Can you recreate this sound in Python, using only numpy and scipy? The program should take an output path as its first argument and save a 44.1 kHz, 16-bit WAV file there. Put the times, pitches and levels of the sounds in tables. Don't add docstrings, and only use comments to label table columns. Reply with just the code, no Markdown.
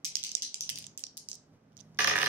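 import sys
import numpy as np
from scipy import signal
from scipy.io import wavfile
from scipy.ndimage import uniform_filter1d

SR = 44100
rng = np.random.default_rng(int(sys.argv[2]) if len(sys.argv) > 2 else 0)


def attenuation_scalar(level_db):
    decades = np.asarray(level_db, float) / 20
    return 10 ** decades


def store_pcm(level_fs):
    pcm = np.round(np.clip(level_fs, -1, 1) * 32767).astype(np.int16)
    wavfile.write(sys.argv[1], SR, np.atleast_2d(pcm).T)


N = 100900

# time in seconds, level in dB.
RUMBLE = [(0.0, -69), (0.11, -66), (0.57, -79), (0.62, -61), (0.71, -64.5), (0.73, -57.5), (0.95, -61.5),
          (0.99, -79), (1.21, -66.5), (1.47, -68.5), (1.55, -58), (1.59, -72.5), (1.72, -64), (1.83, -58.5),
          (1.99, -58), (2.0, -52)]
# frequency in Hz, width in Hz, level in dB.
RUMBLE_MODES = [(114.6, 6.7, -4.5), (155, 6.2, 3), (191.6, 4.8, -8.5), (207.9, 3, -5)]
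# frequency in Hz, width in Hz, level in dB.
AIR_MODES = [(265.8, 10, -6.5), (275, 12, 0.5), (360, 2.7, -6.5), (409, 5.9, -3)]
# frequency in Hz, density in dB per Hz.
AIR_SPECTRUM = [(24, -47), (40, -16), (269, -4.5), (329, -27), (363, -17), (600, -12), (1070, -20.5),
                (1300, -21), (16000, -58.5)]
# frequency in Hz, likeness from 0 to 1.
LIKENESS = [(60, 1), (300, 0.99), (600, 0.36), (1200, 0.13), (3000, 0.11), (16000, .05)]
AIR_MODES_DB, AIR_DB, HOUSE_PAN_DB = -71.5, -67, -2

# start in seconds, left peak in dB, right peak in dB, lower ring in dB,
# sharp edge in dB.
SHAKES = [(0.0464, -18, -13.5, -25, -12.5), (0.0535, -20.5, -18, -11.5, -7),
          (0.155, -16.5, -4.5, -14.5, -32.5), (0.1685, -22, -20.5, -6, -25),
          (0.23, -33, -17.5, -15, -24), (0.2377, -16.5, -16, -12.5, -12.5),
          (0.2479, -22, -29.5, -3, -18.5), (0.2922, -28, -24.5, -10.5, -28),
          (0.3166, -24, -17.5, -17, -21.5), (0.3516, -17, -5.5, -20.5, -22.5),
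          (0.3696, -28, -27, -3.5, -38.5), (0.4218, -16.5, -14.5, -13.5, -16),
          (0.428, -24.5, -20, -13.5, -17), (0.4334, -19.5, -39.5, -5, -23.5),
          (0.4493, -18, -37, -13, -20), (0.5434, -22.5, -10.5, -14.5, -43), (0.5551, -28, -35, -9, -22),
          (0.6082, -16, -15.5, -19.5, -10), (0.6925, -22, -15, -2, -13.5),
              (0.6996, -23.5, -17.5, -6.5, -5), (0.7574, -22.5, -26, -10.5, -11.5),
              (0.7867, -26.5, -22.5, -7.5, -5), (0.7924, -35, -42, -7, -11), (0.8249, -33.5, -30, -7, -15),
              (0.8424, -34, -26, -8, -29), (0.867, -38, -21, -17, -21.5), (0.9761, -24, -19.5, -25, -10.5),
              (0.9934, -32, -30, -9.5, -5.5), (1.0058, -41, -32, -21, -15.5),
              (1.0379, -25.5, -12, -56, -25), (1.067, -36, -25.5, -13, -25), (1.1705, -24, -29, -25, -7),
              (1.1765, -28.5, -22.5, -17, -6), (1.2872, -24.5, -18.5, -22, -13),
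              (1.2979, -32, -38.5, -13, -6), (1.3158, -28.5, -15, -42, -22.5), (1.33, -29, -22.5, -33, -20),
              (1.343, -43, -29, -32, -12), (1.3537, -52, -26, -33, -11)]
# start in seconds, left peak in dB, right peak in dB, lower ring in dB,
# sharp edge in dB.
SLIDE = [(1.721, -71, -63.5, 4, -21), (1.7302, -68, -62, -0.5, -21), (1.761, -70, -63, -5, -18),
         (1.7687, -42, -29, -16.5, -14), (1.7766, -47.5, -35, -14, -36), (1.7904, -57, -39.5, -4, -32),
         (1.796, -50, -43, -3.5, -27), (1.8016, -51, -36, -19, -21), (1.8052, -67.5, -33, -15.5, -27),
         (1.8096, -63, -35.5, -18, -28), (1.9465, -71, -47, -23, -24.5), (1.9736, -44.5, -55.5, -6, -28)]
# start in seconds, left peak in dB,
# right peak in dB, lower ring in dB, # sharp edge in dB.
MORE_SHAKES = [
    (.0507, -15.5, -27, -8.5, -25),
    (0.065, -31, -38, -6.5, -6),
    (0.0734, -30, -40, -6, -4),
    (0.1895, -27, -34, -7.5, -29),
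    (0.268, -24, -39, -11, -17),
    (.6165, -32, -25, -10, -20),
    (.6205, -25.5, -37, -23, -18.5),
    (0.6357, -23, -30, -17, -22),
    (0.7752, -37.5, -31.5, 4, -21),
    (0.9833, -48, -30, -11.5, -16),
]
# low limit in Hz, high limit in Hz.
EDGE_BAND_HZ = [8000, 11500]
SCATTER_DB, SCATTER_T60_S = -13, 0.0083
BODY_HZ, BODY_WIDTH_HZ, BODY_SPREAD, DULL_HZ = 5940, 2870, 0.15, 8500
LOWER_HZ, LOWER_WIDTH_HZ, LOWER_SINKS_HZ_PER_DB, LOWER_CUT_HZ = 3084, 1670, 17, 1900
LOWER_LIFT_DB, EDGE_LIFT_DB, CLACK_DB, HAND_ROOM_DB = 5, 13, 7.5, 1.5

# frequency in Hz, t60 in seconds.
ROOM_T60 = [(300, 0.87), (1500, 0.3733), (4000, 0.2937), (7000, 0.2674), (11000, 0.1633), (16000, -0.01)]
# frequency in Hz, level in dB.
ROOM_COLOUR = [(200, -3), (1000, -0.5), (2500, -1.5), (5000, -1.76), (9000, 0.6), (12500, -5), (15000, 6)]
ROOM_DB, FIRST_WALL_S, BUILD_S, ROOM_GRAIN_DB = -29.5, 0.0015, 0.0028, 2

# start in seconds, knock peak in dB, click in dB re knock, room send in dB.
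BOUNCES = [(1.9883, -17.5, -13.5, 7), (1.9908, -15.5, -17.5, 1), (2.0043, -16, -16.5, 7.5),
           (2.0162, -27.5, -13.5, 12), (2.0445, -14, -14, 0.5), (2.0734, -17, -10, 3.5),
           (2.0768, -16, -18, 2.5), (2.0962, -17.5, -14.5, 3), (2.1091, -16.5, -22.5, 4.5),
           (2.1122, -20.5, -16, 9.5), (2.135, -17.5, -27, -1), (2.1549, -15, -24.5, -15),
           (2.1602, -24.5, -10.5, 8.5), (2.165, -19.5, -19, -0.5), (2.178, -16, -24.5, 2),
           (2.1869, -20.5, -14.5, -4), (2.1996, -20, -20, 6.5), (2.2053, -24.5, -28.5, -1),
           (2.2083, -24.5, -13.5, -0.5), (2.2163, -20.5, -9, 4.5), (2.2291, -14, -18.5, -6),
           (2.2411, -22.5, -10.5, 5.5), (2.2606, -21, -9, 4), (2.2681, -18.5, -19.5, 1.5)]
# frequency in Hz, level in dB, t60 in seconds.
TABLE_MODES = [(104, -30, 0.38), (212, -25, 0.16), (307.7, -23, 0.15), (426.6, -15, 0.096),
               (543, -15.5, 0.062), (735, -12.5, 0.043), (1017, -16.5, 0.065), (1236, -7, 0.031),
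               (1610, -4.5, 0.0096), (1751, 0.5, 0.02), (1840, -4, 0.013), (2427, -2, 0.017),
               (2824, -0.5, 0.0087), (3430, -3, 0.0066)]
KNOCK_LAG_S, KNOCK_RISE_S, KNOCK_ROOM_DB, CONTACT_CUT_HZ = 0.001185, 0.00082, -5, 4900
TABLE_LOW_HZ, TABLE_PAN_DB, MID_RING_MAX_S = 84.4, -6, 0.013
TICK_LIFT_DB, TICK_LOWER_DB, TICK_EDGE_DB = 3, 2, -16

# frequency in Hz, width in Hz, lift in dB.
PORTS = [(5350, 1860, 8), (5954, 885, 9.5)]
TOP_HZ, TOP_WIDTH_HZ, TOP_LIFT_DB = 15200, 1500, 7
LEFT_LAG_S, CUTOFF_HZ = 0.0001, 15670


def at_hz(points, hz):
    table_hz, value = np.transpose(points)
    return np.interp(np.log(hz), np.log(table_hz), value)


def rms_one(x):
    return x / np.sqrt(np.mean(x ** 2) + 1e-30)


def resonance(x, hz, width_hz):
    r = np.exp(-np.pi * width_hz / SR)
    zeros = [(1 - r * r) / 2, 0, (r * r - 1) / 2]
    poles = [1, -2 * r * np.cos(2 * np.pi * hz / SR), r * r]
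    return signal.lfilter(zeros, poles, x)


def cut(x, hz, kind, order=2):
    return signal.sosfilt(signal.butter(order, hz, kind, fs=SR, output="sos"), x)


def bands():
    edges = 40 * 2 ** np.arange(0, 8.9, 1 / 3)
    return [([low, high], np.sqrt(low * high)) for low, high in zip(edges, edges[1:])]


def pair(pan_db):
    return attenuation_scalar(np.array([[pan_db / 2], [-pan_db / 2]]))


def add(bus, sound, s):
    i = int(s * SR)
    bus[..., i:i + sound.shape[-1]] += sound[..., :N - i]


def hum(modes, even):
    mid, side = rng.standard_normal((2, N + SR))
    both = mid + 0.082 * side * np.array([[1], [-1]])
    out = 0
    for hz, width_hz, db in modes:
        ring = rms_one(resonance(both, hz, width_hz))
        power = uniform_filter1d(ring[0] ** 2, size=800) + 0.029
        out = out + attenuation_scalar(db) * ring / power ** (even / 2)
    return rms_one(out[:, SR:])


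def air():
    white = rng.standard_normal((2, 2, N + SR // 4))
    out = 0
    for k, (band, hz) in enumerate(bands()):
        mid, side = cut(white[k % 2], band, "band")[:, SR // 4:]
        alike = np.clip(at_hz(LIKENESS, hz), 0, 1)
        stereo = np.sqrt(1 + alike) * mid + np.sqrt(1 - alike) * side * np.array([[1], [-1]])
        out = out + attenuation_scalar(at_hz(AIR_SPECTRUM, hz)) * stereo
    return rms_one(out)


def house():
    s, db = np.transpose(RUMBLE)
    rumble = attenuation_scalar(np.interp(np.arange(N) / SR, s, db)) * hum(RUMBLE_MODES, even=0.71)
    steady = attenuation_scalar(AIR_MODES_DB) * hum(AIR_MODES, even=0) + attenuation_scalar(AIR_DB) * air()
    return (rumble + steady) * pair(HOUSE_PAN_DB)


def clack(lower_db, edge_db, chance):
    decay_db = SCATTER_DB - 60 * np.arange(400) / SR / SCATTER_T60_S
    touch = attenuation_scalar(decay_db) * chance[:800].reshape(2, 400)
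    touch[:, 0] = 1
    body_hz = BODY_HZ * (1 + BODY_SPREAD * chance[800])
    body = resonance(touch, body_hz, BODY_WIDTH_HZ)
    body = resonance(body, body_hz, 2 * BODY_WIDTH_HZ)
    body = cut(body, DULL_HZ, "low", order=4)
    lower_hz = LOWER_HZ - LOWER_SINKS_HZ_PER_DB * (lower_db + 4.5)
    lower = cut(resonance(touch, lower_hz, LOWER_WIDTH_HZ), LOWER_CUT_HZ, "high", order=4)
    edge = cut(touch, EDGE_BAND_HZ[0], "high", order=3)
    edge = cut(edge, EDGE_BAND_HZ[1], "low")
    parts = (body, 0), (lower, lower_db + LOWER_LIFT_DB), (edge, 1.81 * edge_db + EDGE_LIFT_DB)
    return sum(attenuation_scalar(db) * part / np.abs(part).max(axis=1, keepdims=True) for part, db in parts)


def hand():
    direct, feed = np.zeros((2, N)), np.zeros(N)
    rows = SHAKES + SLIDE + MORE_SHAKES
    chances = rng.standard_normal((len(rows), 801))
    for (s, left_db, right_db, lower_db, edge_db), chance in zip(rows, chances):
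        peak_db = np.array([[left_db], [right_db]]) - CLACK_DB
        sound = attenuation_scalar(peak_db) * clack(lower_db, edge_db, chance)
        add(direct, sound, s)
        add(feed, attenuation_scalar(HAND_ROOM_DB) * sound[0], s)
    return direct, feed


def room(feed):
    t = np.arange(SR // 2) / SR
    grain = np.repeat(rng.standard_normal((2, 500)), 45, axis=1)[:, :len(t)]
    white = rng.standard_normal((2, 2, len(t))) * attenuation_scalar(ROOM_GRAIN_DB * grain)
    tail = 0
    for k, (band, hz) in enumerate(bands()):
        decay_db = at_hz(ROOM_COLOUR, hz) - 60 * t / at_hz(ROOM_T60, hz)
        tail = tail + attenuation_scalar(decay_db) * cut(white[k % 2], band, "band")
    tail = tail * (1 - np.exp(-np.maximum(t - FIRST_WALL_S, 0) / BUILD_S))
    return attenuation_scalar(ROOM_DB) * signal.fftconvolve(feed[None], tail, axes=1)[:, :N]


def table_ring(level_chance, pitch_chance):
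    t = np.arange(SR // 4) / SR
    ring = 0
    for (hz, db, t60_s), c, d in zip(TABLE_MODES, level_chance, pitch_chance):
        if hz >= 1400:
            t60_s = min(t60_s, MID_RING_MAX_S)
        tone = np.sin(2 * np.pi * hz * (1 + 0.018 * d) * t)
        ring = ring + attenuation_scalar(db + 2.18 * c - 60 * t / t60_s) * tone
    return cut(ring * (1 - np.exp(-t / KNOCK_RISE_S)), TABLE_LOW_HZ, "high")


def table():
    direct, feed = np.zeros((2, N)), np.zeros(N)
    chances = rng.standard_normal((len(BOUNCES), 829))
    for (s, db, tick_db, wet_db), chance in zip(BOUNCES, chances):
        ring = table_ring(chance[801:815], chance[815:])
        knock = attenuation_scalar(db - 4) * resonance(ring, 1580, 1800)
        knock = knock + attenuation_scalar(db - 10) * cut(ring, CONTACT_CUT_HZ, "low")
        tick = attenuation_scalar(db + tick_db + TICK_LIFT_DB) * clack(TICK_LOWER_DB, TICK_EDGE_DB, chance)
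        add(direct, knock * pair(TABLE_PAN_DB), s + KNOCK_LAG_S)
        add(feed, attenuation_scalar(wet_db + KNOCK_ROOM_DB) * knock, s + KNOCK_LAG_S)
        add(direct, tick * pair(TABLE_PAN_DB), s)
        add(feed, attenuation_scalar(wet_db) * tick[0], s)
    return direct, feed


def scene():
    quiet = house()
    shaken, shaken_feed = hand()
    thrown, thrown_feed = table()
    feed = cut(shaken_feed + thrown_feed, TABLE_LOW_HZ, "high")
    return quiet + shaken + thrown + room(feed)


def band_limit(x):
    return signal.sosfilt(signal.butter(12, 17000, fs=SR, output="sos"), x)


def record(dry):
    ports = []
    for x, (hz, width_hz, lift_db) in zip(dry, PORTS):
        x = x + (attenuation_scalar(lift_db) - 1) * resonance(x, hz, width_hz)
        x = x + (attenuation_scalar(TOP_LIFT_DB) - 1) * resonance(x, TOP_HZ, TOP_WIDTH_HZ)
        ports.append(x)
    ports[0] = np.r_[np.zeros(int(LEFT_LAG_S * SR)), ports[0]][:N]
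    mix = cut(np.array(ports), CUTOFF_HZ, "low", order=12)
    return band_limit(mix)


dry = scene()
out = record(dry)
store_pcm(out)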